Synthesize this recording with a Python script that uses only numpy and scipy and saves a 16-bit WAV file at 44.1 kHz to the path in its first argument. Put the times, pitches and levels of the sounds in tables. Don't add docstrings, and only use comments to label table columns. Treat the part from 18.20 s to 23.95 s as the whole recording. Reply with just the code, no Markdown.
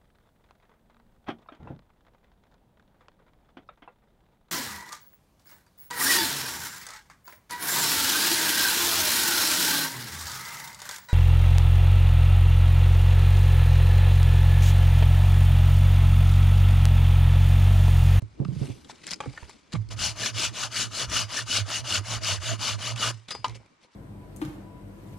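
import sys
import numpy as np
from scipy import signal
from scipy.fft import rfft, irfft, next_fast_len
from scipy.io import wavfile
from scipy.ndimage import uniform_filter1d, map_coordinates

SR = 44100
rng = np.random.default_rng(int(sys.argv[2]) if len(sys.argv) > 2 else 0)


def digitize_waveform(pressure):
    field = np.atleast_2d(pressure).T
    bounded = np.clip(field, -1, 1)
    quanta = np.round(bounded * 32767).astype(np.int16)
    wavfile.write(sys.argv[1], SR, quanta)


def convert_level_to_amplitude(level_db):
    exponent = np.asarray(level_db, float) / 20
    return 10 ** exponent


N = 253574
LIFT_S = 4.918

# f/Hz, density/dB per Hz
AIR_COLOUR = [(18, -13), (30, -24), (85, -26), (247, -4.5), (683, -5), (999, 5.5), (1660, -2), (7430, -16),
              (13000, -51)]
# f/Hz, t60/s
TRUNK_DECAY = [(200, 0.29), (2000, 0.11), (10000, 0.14)]
# f/Hz, left louder by/dB, left lag/rad, likeness/0-1
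PORT_DIFFERENCE = [(60, -4, 0, .5), (220, 0, 0, .9), (800, 4, .7, .9), (1400, -1, .2, .92),
                   (2400, 0, 0, .985), (3900, 0, 0, 1), (5000, 9, -.1, .85), (6100, 12, .2, .65),
                   (7000, 7, 1, .72), (7900, 11, 1.2, .45), (8300, 2, 2.5, .6), (9500, -5, 1.5, .65),
                   (10500, -1, 0, .75), (12000, 0, 0, .62), (15000, -1, 0, .5)]

# crest t/s, level/dB, f/Hz, build-up per 20 dB/s
STAND_HUMS = [(1.59, -29, 106, .03), (1.76, -35, 111.2, 0.12), (1.915, -37, 106, .2), (2.03, -42, 113, .1),
              (2.16, -37, 114, 0.12), (2.295, -37.5, 110.3, 0.17), (2.45, -41, 116.1, .12),
              (2.6, -42, 112, .08), (2.675, -37, 108, 0.08), (2.85, -41, 118, 0.1), (2.96, -38, 104, .06),
              (3.05, -37.5, 108, 0.15), (3.24, -39, 114, .1), (3.35, -38, 100, .06),
              (3.42, -29.5, 102.9, 0.06), (3.63, -39, 115, .2), (3.73, -39, 100, .06),
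              (3.795, -31, 105, 0.07), (3.965, -35, 115, 0.15), (4.04, -37, 115, .1), (4.13, -33, 102, .08),
              (4.19, -35, 96, .1), (4.335, -32.5, 114, 0.14), (4.41, -37, 113, 0.2),
              (4.555, -30, 103.9, .09), (4.74, -32.5, 112, 0.16), (4.885, -32.5, 108, 0.13),
              (4.95, -39, 114, .1), (5.19, -47, 114.2, 0), (5.316, -39, 113, 0.1)]
# crest t/s, rise per 20 dB/s, fall per 20 dB/s, deep level/dB, upper level/dB
HANDLING = [(.04, .03, .14, -54, -59), (.21, .02, 0.22, -55, -51), (.43, .2, .15, -57, -41.5),
            (.53, .06, .07, -58, -47.5), (.95, .6, .8, -78, -70.5), (1.08, .03, .1, -54, -69),
            (1.24, .02, .08, -60.5, -68), (1.57, .04, 0.23, -46.5, -68), (1.8, 0.081, 0.15, -53.5, -67),
            (2.88, .04, .08, -54.5, -62), (5.17, .03, .1, -57, -75), (5.33, .06, .09, -59, -68)]
# t/s, peak level/dB, f/Hz, click above it/dB
MOUNT_BUMPS = [(.024, -29.5, 109, -19), (.201, -22, 140, -14), (.254, -30.5, 178, -27),
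               (.286, -24, 134.4, -24), (.321, -31.5, 178, -25), (.364, -28.5, 147.5, -27),
               (.415, -23, 138, -32), (.499, -30.5, 123, -17), (.913, -47, 189, 11), (1.06, -39, 283, -23),
               (1.074, -31.5, 131.6, -28), (1.227, -39, 80, 3), (1.539, -27.5, 170, -13),
               (1.557, -30.5, 128, -16)]

# crest t/s, rise per 20 dB/s, fall per 20 dB/s, level/dB
SLEEVE_SWEEPS = [
    (.45, .2, .3, -62),
    (1.25, .3, .12, -73),
]
# f/Hz, density/dB per Hz
SLEEVE_COLOUR = [(3000, -120), (4500, -12), (7000, -2), (9500, 0), (12800, -9), (14000, -30), (15500, -50)]
# crest t/s, rise per 20 dB/s, fall per 20 dB/s, hiss level/dB, low level/dB
DRAGS = [
    (.05, 0.12, .3, -72, -82),
    (.44, 0.2, 0.28, -50, -62),
    (.72, .04, 0.19, -66, -70),
    (.908, .13, 0.047, -46.5, -67),
    (1.01, .006, 0.13, -53, -53),
    (1.178, .3, 0.32, -54.5, -64),
    (1.53, 0.029, .15, -57.5, -72),
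    (4.92, .02, .15, -52, -68.5),
    (5.144, 0.051, 0.099, -51, -59),
    (5.26, 0.021, 0.16, -52, -52),
]
# centre t/s, length/s, hiss level/dB, low level/dB
SOFT_SCUFFS = [(0.704, 0.046, -45.5, -55), (0.841, 0.019, -54, -62), (0.885, 0.06, -48, -58),
               (0.925, 0.05, -43, -48), (1.534, .025, -48, -60), (1.309, 0.1, -58, -66),
               (1.549, 0.066, -52, -43), (5.092, 0.031, -44, -52), (5.117, 0.045, -35.5, -45),
               (5.36, 0.04, -53.5, -63), (5.638, 0.075, -62.5, -62.5), (5.74, .07, -66, -83.5)]
# f/Hz, density/dB per Hz
CLOTH_COLOUR = [(590, -18), (1000, -6), (1720, -4.5), (2680, -3.5), (3040, -3), (3360, -3.5), (5050, -5.5),
                (6130, -9), (9320, -16), (15000, -50)]
# f/Hz, density/dB per Hz
BARK_COLOUR = [(50, -35), (130, -6.5), (550, -13.5), (817, -15.5), (906, -19.5), (1800, -26.5),
               (2340, -13.5), (3960, -120)]

# t/s, peak level/dB, f/Hz, crack above it/dB
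WOOD_KNOCKS = [(.02, -45.5, 595, 9.5), (.197, -53, 861, -27), (.281, -50, 4200, -10),
               (.646, -43, 3500, -15), (.696, -34, 855, -15), (1.004, -33, 3000, 0),
               (1.058, -29.5, 495, -33.5), (1.175, -36, 1600, -10), (1.295, -40, 875, 15),
               (1.394, -58, 2380, -11), (1.551, -32, 1100, -38)]
# t/s, peak level/dB, f/Hz, crack above it/dB
TWIG_TICKS = [(.2485, -42, 4800, 0), (.2503, -31, 1100, -5), (.868, -27, 7700, 5), (.877, -29, 5000, 0),
              (.885, -34, 2100, 5), (.891, -33, 4300, 8), (.902, -36, 5000, 5), (.9086, -22, 5100, 5),
              (.915, -20, 4200, 8), (.926, -29, 1900, 9), (.930, -28, 1800, 9), (.9345, -19, 5000, -5),
              (.941, -27, 5000, -5), (.9595, -44, 6000, 8), (1.009, -38, 7000, 5), (1.027, -40, 2400, 5),
              (1.2305, -36, 900, 5), (1.311, -42, 2400, 8), (1.522, -36, 3800, 5), (1.528, -33, 3000, 8),
              (1.535, -29, 3900, 8), (5.282, -34, 5400, 0), (5.296, -36, 4000, 3), (5.352, -42, 5400, 3),
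              (5.264, -34, 3200, 0)]
# f/Hz, level/dB, t60/s
BUTT_MODES = [(533, -6, .03), (834, 0, .022), (1150, 0, .02), (1600, -8, .015), (2385, -9, .02),
              (3122, -8, .02), (4710, -16, .015)]
# t/s, level/dB
BUTT_STRIKES = [
    (1.004, -21),
    (1.011, -30),
    (1.037, -33),
    (1.044, -39),
    (1.552, -31),
]
# f/Hz, level/dB, t60/s
STUB_MODES = [(1007, -12, .04), (1450, -6, .03), (1766, 0, .03), (2900, -16, .015), (3951, -18, .014)]
# t/s, level/dB
STUB_STRIKES = [
    (1.165, -44),
    (1.1755, -28),
    (1.181, -36),
]
# t/s, peak level/dB, f/Hz
TOOTH_CATCHES = [(1.6701, -53, 4780), (1.6886, -34, 4870), (1.709, -31, 2870), (1.7898, -21, 2760),
                 (1.9969, -21, 4400), (2.1455, -25, 3010), (2.3446, -29, 3300), (2.358, -24, 2970),
                 (2.5167, -26, 4650), (2.7152, -30, 2920), (2.7332, -23, 2860), (2.8993, -25, 6520),
                 (3.1033, -26, 4390), (3.2834, -23, 2710), (3.488, -25, 4460), (3.6536, -26, 3020),
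                 (3.6745, -21, 2900), (3.8591, -28, 4600), (4.0342, -16, 4750), (4.0776, -16, 2870),
                 (4.2283, -29, 4270), (4.2418, -24, 2890), (4.3984, -26, 2850), (4.5915, -27, 2860),
                 (4.778, -25, 3360)]
# t/s, peak level/dB, f/Hz, crack above it/dB
FIBRE_SNAPS = [
    (2.06, -18, 3660, -5),
    (2.25, -19, 2960, -5),
    (2.435, -19.5, 3260, -7.5),
    (2.22, -22, 4500, 0),
    (2.18, -25, 3500, 0),
    (3.755, -20, 4470, 4),
    (4.046, -19, 4750, 0),
    (4.76, -32, 2880, 11.5),
    (4.888, -28, 4650, -10),
]
# f/Hz, level/dB, t60/s
STEEL_MODES = [(1238, -6, .15), (4420, -9, .18), (4947, 0, .24)]
# t/s, level/dB
BLADE_STRIKES = [
    (4.915, -54),
    (5.108, -33),
    (5.151, -47),
]
# f/Hz, level/dB, t60/s
OFFCUT_MODES = [(907, -8, .07), (1003, 0, .06), (1215, -10, .09), (2035, -23, .07), (2315, -26, .06),
                (2530, -24, .06), (2988, -6, .028), (3208, -23, .07), (3962, -17, .04), (4500, -14, .025),
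                (4953, -25, .05), (7031, -27, .03)]
# t/s, level/dB
OFFCUT_LANDING = [
    (5.2441, -16),
    (5.283, -40),
]
# t/s, peak level/dB, f/Hz, crack above it/dB
OFFCUT_TUMBLE = [(5.085, -30, 3770, -10), (5.107, -23, 3820, -14.5), (5.118, -31, 5040, -16),
                 (5.15, -24, 929, 0), (5.282, -40, 2000, 0), (5.296, -39, 1000, 0), (5.346, -42, 3305, -14),
                 (5.43, -49.5, 927, -10), (5.46, -56, 970, 11), (5.499, -66, 810, 13),
                 (5.682, -59, 890, -23)]

# centre t/s, f/Hz, length/s, level/dB
TOOTH_SQUEALS = [(2.047, 1750, 0.096, -40.5), (2.97, 2950, 0.034, -36.5), (3.17, 5750, 0.02, -30),
                 (3.185, 1747, 0.046, -33), (3.727, 2900, 0.013, -25), (4.32, 642, 0.071, -40),
                 (4.298, 6750, 0.04, -33), (4.48, 2950, 0.022, -33.5), (4.665, 3750, 0.013, -31.5),
                 (4.835, 2906, 0.03, -23.5), (4.84, 1220, 0.066, -35)]
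# start t/s, rasp level/dB, crest place/0-1, fall power
SAW_STROKES = [(1.7, -41, 0.3, 2.4), (1.762, -27.5, .45, 2.1), (1.948, -29.5, 0.67, 2.1),
               (2.126, -27, 0.61, 3.5), (2.321, -30.5, 0.6, 2.6), (2.498, -27.5, 0.56, 3.05),
               (2.699, -29.5, .65, 2.4), (2.876, -26.5, .54, 3), (3.078, -31, 0.58, 1.9),
               (3.252, -26.5, .58, 3.2), (3.447, -31, .66, 2.06), (3.628, -27, .66, 4.6),
               (3.827, -33, 0.64, 1.8), (4.003, -28, 0.49, 1.74), (4.193, -33, 0.55, 1.4),
               (4.376, -28.5, 0.5, 1.7), (4.574, -34, 0.55, 1.6), (4.753, -29.5, 0.54, 0.57)]
# centre t/s, level/dB
DEEP_BITES = [(1.828, 2), (1.853, 2), (2.065, 4), (2.19, 2), (2.259, 3), (2.436, 4), (2.572, 2), (2.605, 2),
              (2.813, 3), (2.972, 2), (3.172, 2), (3.343, 2), (3.376, 3), (3.517, 2), (3.556, 2),
              (3.727, 2), (3.756, 3), (3.943, 2), (4.081, 3), (4.12, 2), (4.292, 2), (4.49, 2), (4.679, 2),
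              (4.835, 4), (4.891, 2)]
# f/Hz, density/dB per Hz
RASP_COLOUR = [(880, -26.5), (1500, -8.5), (1770, -20), (1970, -17), (2890, -1.5), (3280, -3.5),
               (4360, -3.5), (6510, -4), (8400, -15), (9630, -13), (11400, -26.5), (14100, -31),
               (15600, -43)]
# f/Hz, density/dB per Hz
WOOD_COLOUR = [(94, -31.5), (160, 3), (222, -4), (434, -8), (630, -2.5), (760, -5.5), (1240, -1),
               (1960, -4.5), (2400, -7), (3120, -17), (5280, -120)]
# f/Hz, width/Hz, level/dB, growth/dB per s
BLADE_MODES = [(2280, 200, 2, 0), (2890, 170, -2.5, 2.5), (3500, 78, -9, 0), (4400, 100, -3, 0),
               (4720, 96, -8, 1), (5700, 64, -7, 0), (6720, 50, -8, 2), (9400, 200, -8, 0)]
# f/Hz, width/Hz, level/dB, growth/dB per s
FREE_BLADE_MODES = [(1230, 14, -9, 0), (2880, 12, -8, 0), (4430, 12, -9, 0), (4950, 10, -4, 0)]
# f/Hz, width/Hz, level/dB, growth/dB per s
BRANCH_MODES = [(633, 50, -3, 2), (1000, 30, -9, 0), (1220, 90, -6, 1), (1490, 50, -5, 1),
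                (1740, 70, -6, -1.5)]


def unit(x):
    return x / np.sqrt(np.mean(x ** 2) + 1e-20)


def along(points, hz):
    f, *columns = np.transpose(points)
    return np.squeeze([np.interp(np.log(hz + 1), np.log(f + 1), column) for column in columns])


def coloured(x, points):
    return filtered(x, lambda f: convert_level_to_amplitude(along(points, f)))


def filtered(x, response):
    m = next_fast_len(N + SR // 2)
    return irfft(rfft(x, m) * response(np.fft.rfftfreq(m, 1 / SR)), m)[..., :N]


def wobble(rate):
    knots = rng.standard_normal(int(N * rate / SR) + 400)
    return map_coordinates(knots, [np.arange(N) * rate / SR])


def patches(shape, rows, frames):
    field = uniform_filter1d(rng.standard_normal(shape), size=rows, axis=0)
    return unit(uniform_filter1d(field, size=frames, axis=1))


def grains(spike_db, patchy_db, drift_db=-2.0):
    size_db = spike_db * np.minimum(rng.exponential(size=N), 5)
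    z = signal.stft(rng.standard_normal(N) * convert_level_to_amplitude(size_db), nperseg=256)[2]
    field = patchy_db * patches(z.shape, 3, 3) + drift_db * patches(z.shape, 2, 30)
    return unit(signal.istft(z * convert_level_to_amplitude(field), nperseg=256)[1][:N])


def add(out, s, sound):
    out[round(s * SR):][:len(sound)] += sound[:N - round(s * SR)]


def swell(centre, length):
    out = np.zeros(N)
    u = np.arange(round(length * SR)) / (length * SR)
    add(out, centre - length / 2, np.sin(np.pi * u) ** 2)
    return out


def humps(rows):
    s, rise, fall = np.transpose(rows)[:3, :, None]
    late = np.arange(N) / SR - s
    fallen = np.where(late < 0, -late / rise, late / fall)
    return uniform_filter1d(convert_level_to_amplitude(-20 * fallen), size=300, axis=1)


def ring(t, hz, t60, attack):
    return np.sin(2 * np.pi * hz * t) * convert_level_to_amplitude(-60 * t / t60) * (1 - np.exp(-t / attack))


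def resonances(modes, f):
    return 1 + sum(convert_level_to_amplitude(db) * 1j * f * w / (c * c - f * f + 1j * f * w) for c, w, db, _ in modes)


def singing(drive, modes, colour):
    t, knots = np.arange(N) / SR, rng.standard_normal((len(modes), 200))
    hz, w, db, grows = np.transpose(modes)[:, :, None]
    # 3 dB, 10 knots per second
    wander = np.array([np.interp(t * 10, np.arange(200), row) for row in knots])
    gain = convert_level_to_amplitude(db + grows * (t - t.mean()) + 3 * wander)
    rings = filtered(gain * drive, lambda f: 1j * f * w / (hz * hz - f * f + 1j * f * w)).sum(axis=0)
    return coloured(drive + rings, colour)


def stroke_motion():
    t, start = np.arange(N) / SR, np.array([row[0] for row in SAW_STROKES])
    k = np.clip(np.searchsorted(start, t) - 1, 0, len(start) - 1)
    _, rasp_db, crest, fall_power = np.array(SAW_STROKES)[k].T
    end = np.append(start[1:], LIFT_S)
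    u = np.clip((t - start[k]) / (end[k] - start[k]), 0, 1)
    speed = np.sin(np.pi / 2 * np.where(u < crest, u / crest, (1 - u) / (1 - crest)))
    rise_power = np.where(k % 2, 1.69, 1.47)
    power = np.where(u < crest, rise_power, fall_power)
    wood_db = -39 + 0.83 * (start[k] - start[0]) + 0.47 * (rasp_db - np.median(rasp_db)) - rasp_db
    return speed, power, rasp_db, wood_db


def forest():
    noise = rng.standard_normal((2, N))
    air = filtered(noise, lambda f: convert_level_to_amplitude(along(AIR_COLOUR, f)) * f ** 2 / (f ** 2 + 130 ** 2))
    return convert_level_to_amplitude(-67 + 0.5 * wobble(4.38)) * unit(air)


def trees(x):
    hz, t, z = signal.stft(rng.standard_normal(SR // 2), SR, nperseg=256)
    decay = convert_level_to_amplitude(-60 * t / along(TRUNK_DECAY, hz)[:, None])
    tail = signal.istft(z * decay, SR, nperseg=256)[1]
    return signal.fftconvolve(x, tail / np.linalg.norm(tail))[:N]


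def ports(x):
    z = signal.stft(x, nperseg=128)[2]
    random_phase = np.exp(2j * np.pi * rng.random(z.shape))
    other = signal.istft(z * random_phase, nperseg=128)[1][:N]
    other = other * np.std(x) / np.std(other)

    def gains(f):
        db, lag, alike = along(PORT_DIFFERENCE, f)
        right = convert_level_to_amplitude(-db) * np.exp(1j * lag)
        shared = alike * right
        own = np.sqrt(abs(1 - alike ** 2)) * right
        return np.array([np.ones_like(f), shared, own]) * 2 / np.hypot(abs(1 + shared), abs(own))

    left, right, _ = filtered(x, gains)
    return np.array([left, right + filtered(other, gains)[2]])


def bumps():
    out, t = np.zeros(N), np.arange(SR // 2) / SR
    for s, db, hz, click_db in MOUNT_BUMPS:
        falling_hz = hz * (1 + 0.67 * np.exp(-t / 0.0035))
        thud = ring(t, falling_hz, t60=0.14, attack=0.0014)
        click = ring(t, 840, t60=0.0085, attack=0.0014)
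        add(out, s, convert_level_to_amplitude(db + 4.5) * (thud + convert_level_to_amplitude(click_db) * click))
    left = filtered(out, lambda f: 1j * f / (260 + 1j * f))
    return np.array([left, 1.85 * out])


def stand_hum():
    crest_gain = np.array([convert_level_to_amplitude(db) for _, db, _, _ in STAND_HUMS])[:, None]
    swells = crest_gain * humps([(s, rise, 0.0944) for s, _, _, rise in STAND_HUMS])
    level = swells.max(axis=0)
    hum_hz = uniform_filter1d(np.array(STAND_HUMS)[swells.argmax(axis=0), 2], size=2000)
    phase = 2 * np.pi * np.cumsum(hum_hz + 6 * wobble(25)) / SR
    port_phase = np.array([0.74 + 2.56 * wobble(9), 0 * level])
    hum = level * convert_level_to_amplitude(4.3 + 1.8 * wobble(20)) * np.sin(phase + port_phase)
    return hum * convert_level_to_amplitude([[-7], [4]])


def handling():
    jolts, (deep_db, upper_db) = humps(HANDLING), np.transpose(HANDLING)[3:]
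    sawing = uniform_filter1d((stroke_motion()[0] > 0) * 1., size=4000)
    deep_gain = convert_level_to_amplitude(deep_db) @ jolts + convert_level_to_amplitude(-66) * sawing + convert_level_to_amplitude(-97)
    upper_gain = convert_level_to_amplitude(upper_db) @ jolts + convert_level_to_amplitude(-63.5) * sawing + convert_level_to_amplitude(-74)
    noise = rng.standard_normal((4, N))
    deep_noise = noise[0] + 0.42 * noise[:2]
    deep = unit(filtered(deep_noise, lambda f: (f / 55) ** 3.23 / (1 + (f / 70) ** 6)))
    upper = unit(filtered(noise[2:], lambda f: (f / 200) ** 3 / (1 + (f / 260) ** 6)))
    deep = deep_gain * convert_level_to_amplitude(10.5 + 3.2 * wobble(14)) * deep
    return deep + upper_gain * convert_level_to_amplitude(2.5 + 6.1 * wobble(30)) * upper


def sleeve():
    hiss = unit(coloured(grains(spike_db=0.5, patchy_db=2.0), SLEEVE_COLOUR))
    return convert_level_to_amplitude(np.transpose(SLEEVE_SWEEPS)[3]) @ humps(SLEEVE_SWEEPS) * hiss


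def rustle():
    drags, (hiss_db, low_db) = humps(DRAGS), np.transpose(DRAGS)[3:]
    clumps = convert_level_to_amplitude(1.5 * wobble(90))
    hiss = unit(coloured(grains(spike_db=3.5, patchy_db=2.0), CLOTH_COLOUR))
    low = unit(coloured(grains(spike_db=5.5, patchy_db=2.0), BARK_COLOUR))
    scuff_hiss = sum(convert_level_to_amplitude(db) * swell(s, length) for s, length, db, _ in SOFT_SCUFFS)
    scuff_low = sum(convert_level_to_amplitude(db) * swell(s, length) for s, length, _, db in SOFT_SCUFFS)
    hiss_gain = convert_level_to_amplitude(-80) + convert_level_to_amplitude(hiss_db - 0.5) @ drags + scuff_hiss
    low_gain = convert_level_to_amplitude(-78.5) + convert_level_to_amplitude(low_db + 6.5) @ drags + scuff_low
    return clumps * (hiss_gain * hiss + low_gain * low)


def contact(hz, crack_db, t60):
    t = np.arange(SR // 4) / SR
    burst = rng.standard_normal((2, len(t))) * convert_level_to_amplitude(-60 * t / t60) * (1 - np.exp(-t / 0.00027))
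    burst[:, 4] += 4
    body = 0
    for ratio, gain in [(0.5, 0.48), (1, 1), (2.1, 0.14)]:
        body = body + gain * signal.lfilter(*signal.iirpeak(ratio * hz, 4.5, SR), burst[0])
    body = signal.lfilter(*signal.butter(3, min(3.7 * hz, 7500), fs=SR), body)
    crack = signal.lfilter(*signal.butter(4, [1800, 8500], "bandpass", fs=SR), burst[1])
    return body / abs(body).max() + convert_level_to_amplitude(crack_db - 13) * crack / abs(crack).max()


def knocks():
    out = np.zeros(N)
    catches = [(s, db - 9, hz, 8) for s, db, hz in TOOTH_CATCHES]
    kinds = [(WOOD_KNOCKS, 0.038), (FIBRE_SNAPS, 0.03), (OFFCUT_TUMBLE, 0.034),
             (TWIG_TICKS, 0.014), (catches, 0.025)]
    for rows, t60 in kinds:
        for s, db, hz, crack_db in rows:
            add(out, s, convert_level_to_amplitude(db) * contact(hz, crack_db, t60))
    return out


def struck_bodies():
    out, t = np.zeros(N), np.arange(SR // 4) / SR
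    bodies = [(BLADE_STRIKES, STEEL_MODES), (OFFCUT_LANDING, OFFCUT_MODES),
              (BUTT_STRIKES, BUTT_MODES), (STUB_STRIKES, STUB_MODES)]
    for hits, modes in bodies:
        for s, db in hits:
            add(out, s, sum(convert_level_to_amplitude(db + level) * ring(t, hz, min(t60, 0.4), 0.0006) for hz, level, t60 in modes))
    s, db = OFFCUT_LANDING[0]
    band = signal.butter(3, [550, 4800], "bandpass", fs=SR)
    crunch = signal.lfilter(*band, rng.standard_normal(len(t)))
    add(out, s, convert_level_to_amplitude(db - 6 - 60 * t / 0.065) * crunch)
    return out


def squeals():
    t, out = np.arange(N) / SR, np.zeros(N)
    for s, hz, length, db in TOOTH_SQUEALS:
        tone = np.sin(2 * np.pi * hz * t + 1.37 * wobble(150))
        out += convert_level_to_amplitude(db + 5.8 * wobble(140)) * swell(s, length) * tone
    return out


def saw():
    speed, power, rasp_db, wood_db = stroke_motion()
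    tooth_hz = 235 * speed * (1 + 0.05 * wobble(30))
    tooth_phase = 2 * np.pi * np.cumsum(tooth_hz) / SR
    teeth = 1 + 0.05 * np.cos(tooth_phase)
    push = convert_level_to_amplitude(1.6 * (rasp_db + 27) - 50 + 3 * wobble(25)) * speed ** 2 * np.sin(tooth_phase)
    drag = uniform_filter1d((speed > 0) * convert_level_to_amplitude(-27.5), size=600)
    deeper_db = 0.55 * sum(db * swell(s, 0.035) for s, db in DEEP_BITES)
    bite = teeth * convert_level_to_amplitude(rasp_db - 0.6 + deeper_db + 0.7 * wobble(60) + 0.4 * wobble(280))

    tear = grains(spike_db=1.2, patchy_db=1.9, drift_db=1.6)
    gnaw = grains(spike_db=2.5, patchy_db=2.0, drift_db=2.7)
    blade_modes = BLADE_MODES + FREE_BLADE_MODES
    steel = singing(bite * (speed ** power + drag) * tear, blade_modes, RASP_COLOUR)
    wood_drive = bite * convert_level_to_amplitude(wood_db) * (speed ** (0.58 * power) + 2.2 * drag) * gnaw
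    wood = singing(wood_drive, BRANCH_MODES, WOOD_COLOUR)
    steel_ref = np.std(filtered(tear, lambda f: convert_level_to_amplitude(along(RASP_COLOUR, f)) * resonances(blade_modes, f)))
    wood_ref = np.std(filtered(gnaw, lambda f: convert_level_to_amplitude(along(WOOD_COLOUR, f)) * resonances(BRANCH_MODES, f)))
    return convert_level_to_amplitude(-0.09) * steel / steel_ref + convert_level_to_amplitude(-0.35) * wood / wood_ref + push


def scene():
    near = sleeve() + rustle() + knocks() + struck_bodies() + squeals() + saw()
    mount = bumps() + stand_hum() + handling()
    return forest() + mount + ports(near + convert_level_to_amplitude(-16.5) * trees(near))


def band_limit(x):
    return signal.sosfilt(signal.butter(12, 15690, fs=SR, output="sos"), x)


def record(dry):
    mix = filtered(dry, lambda f: f < 15690)
    return band_limit(mix)


dry = scene()
out = record(dry)
digitize_waveform(out)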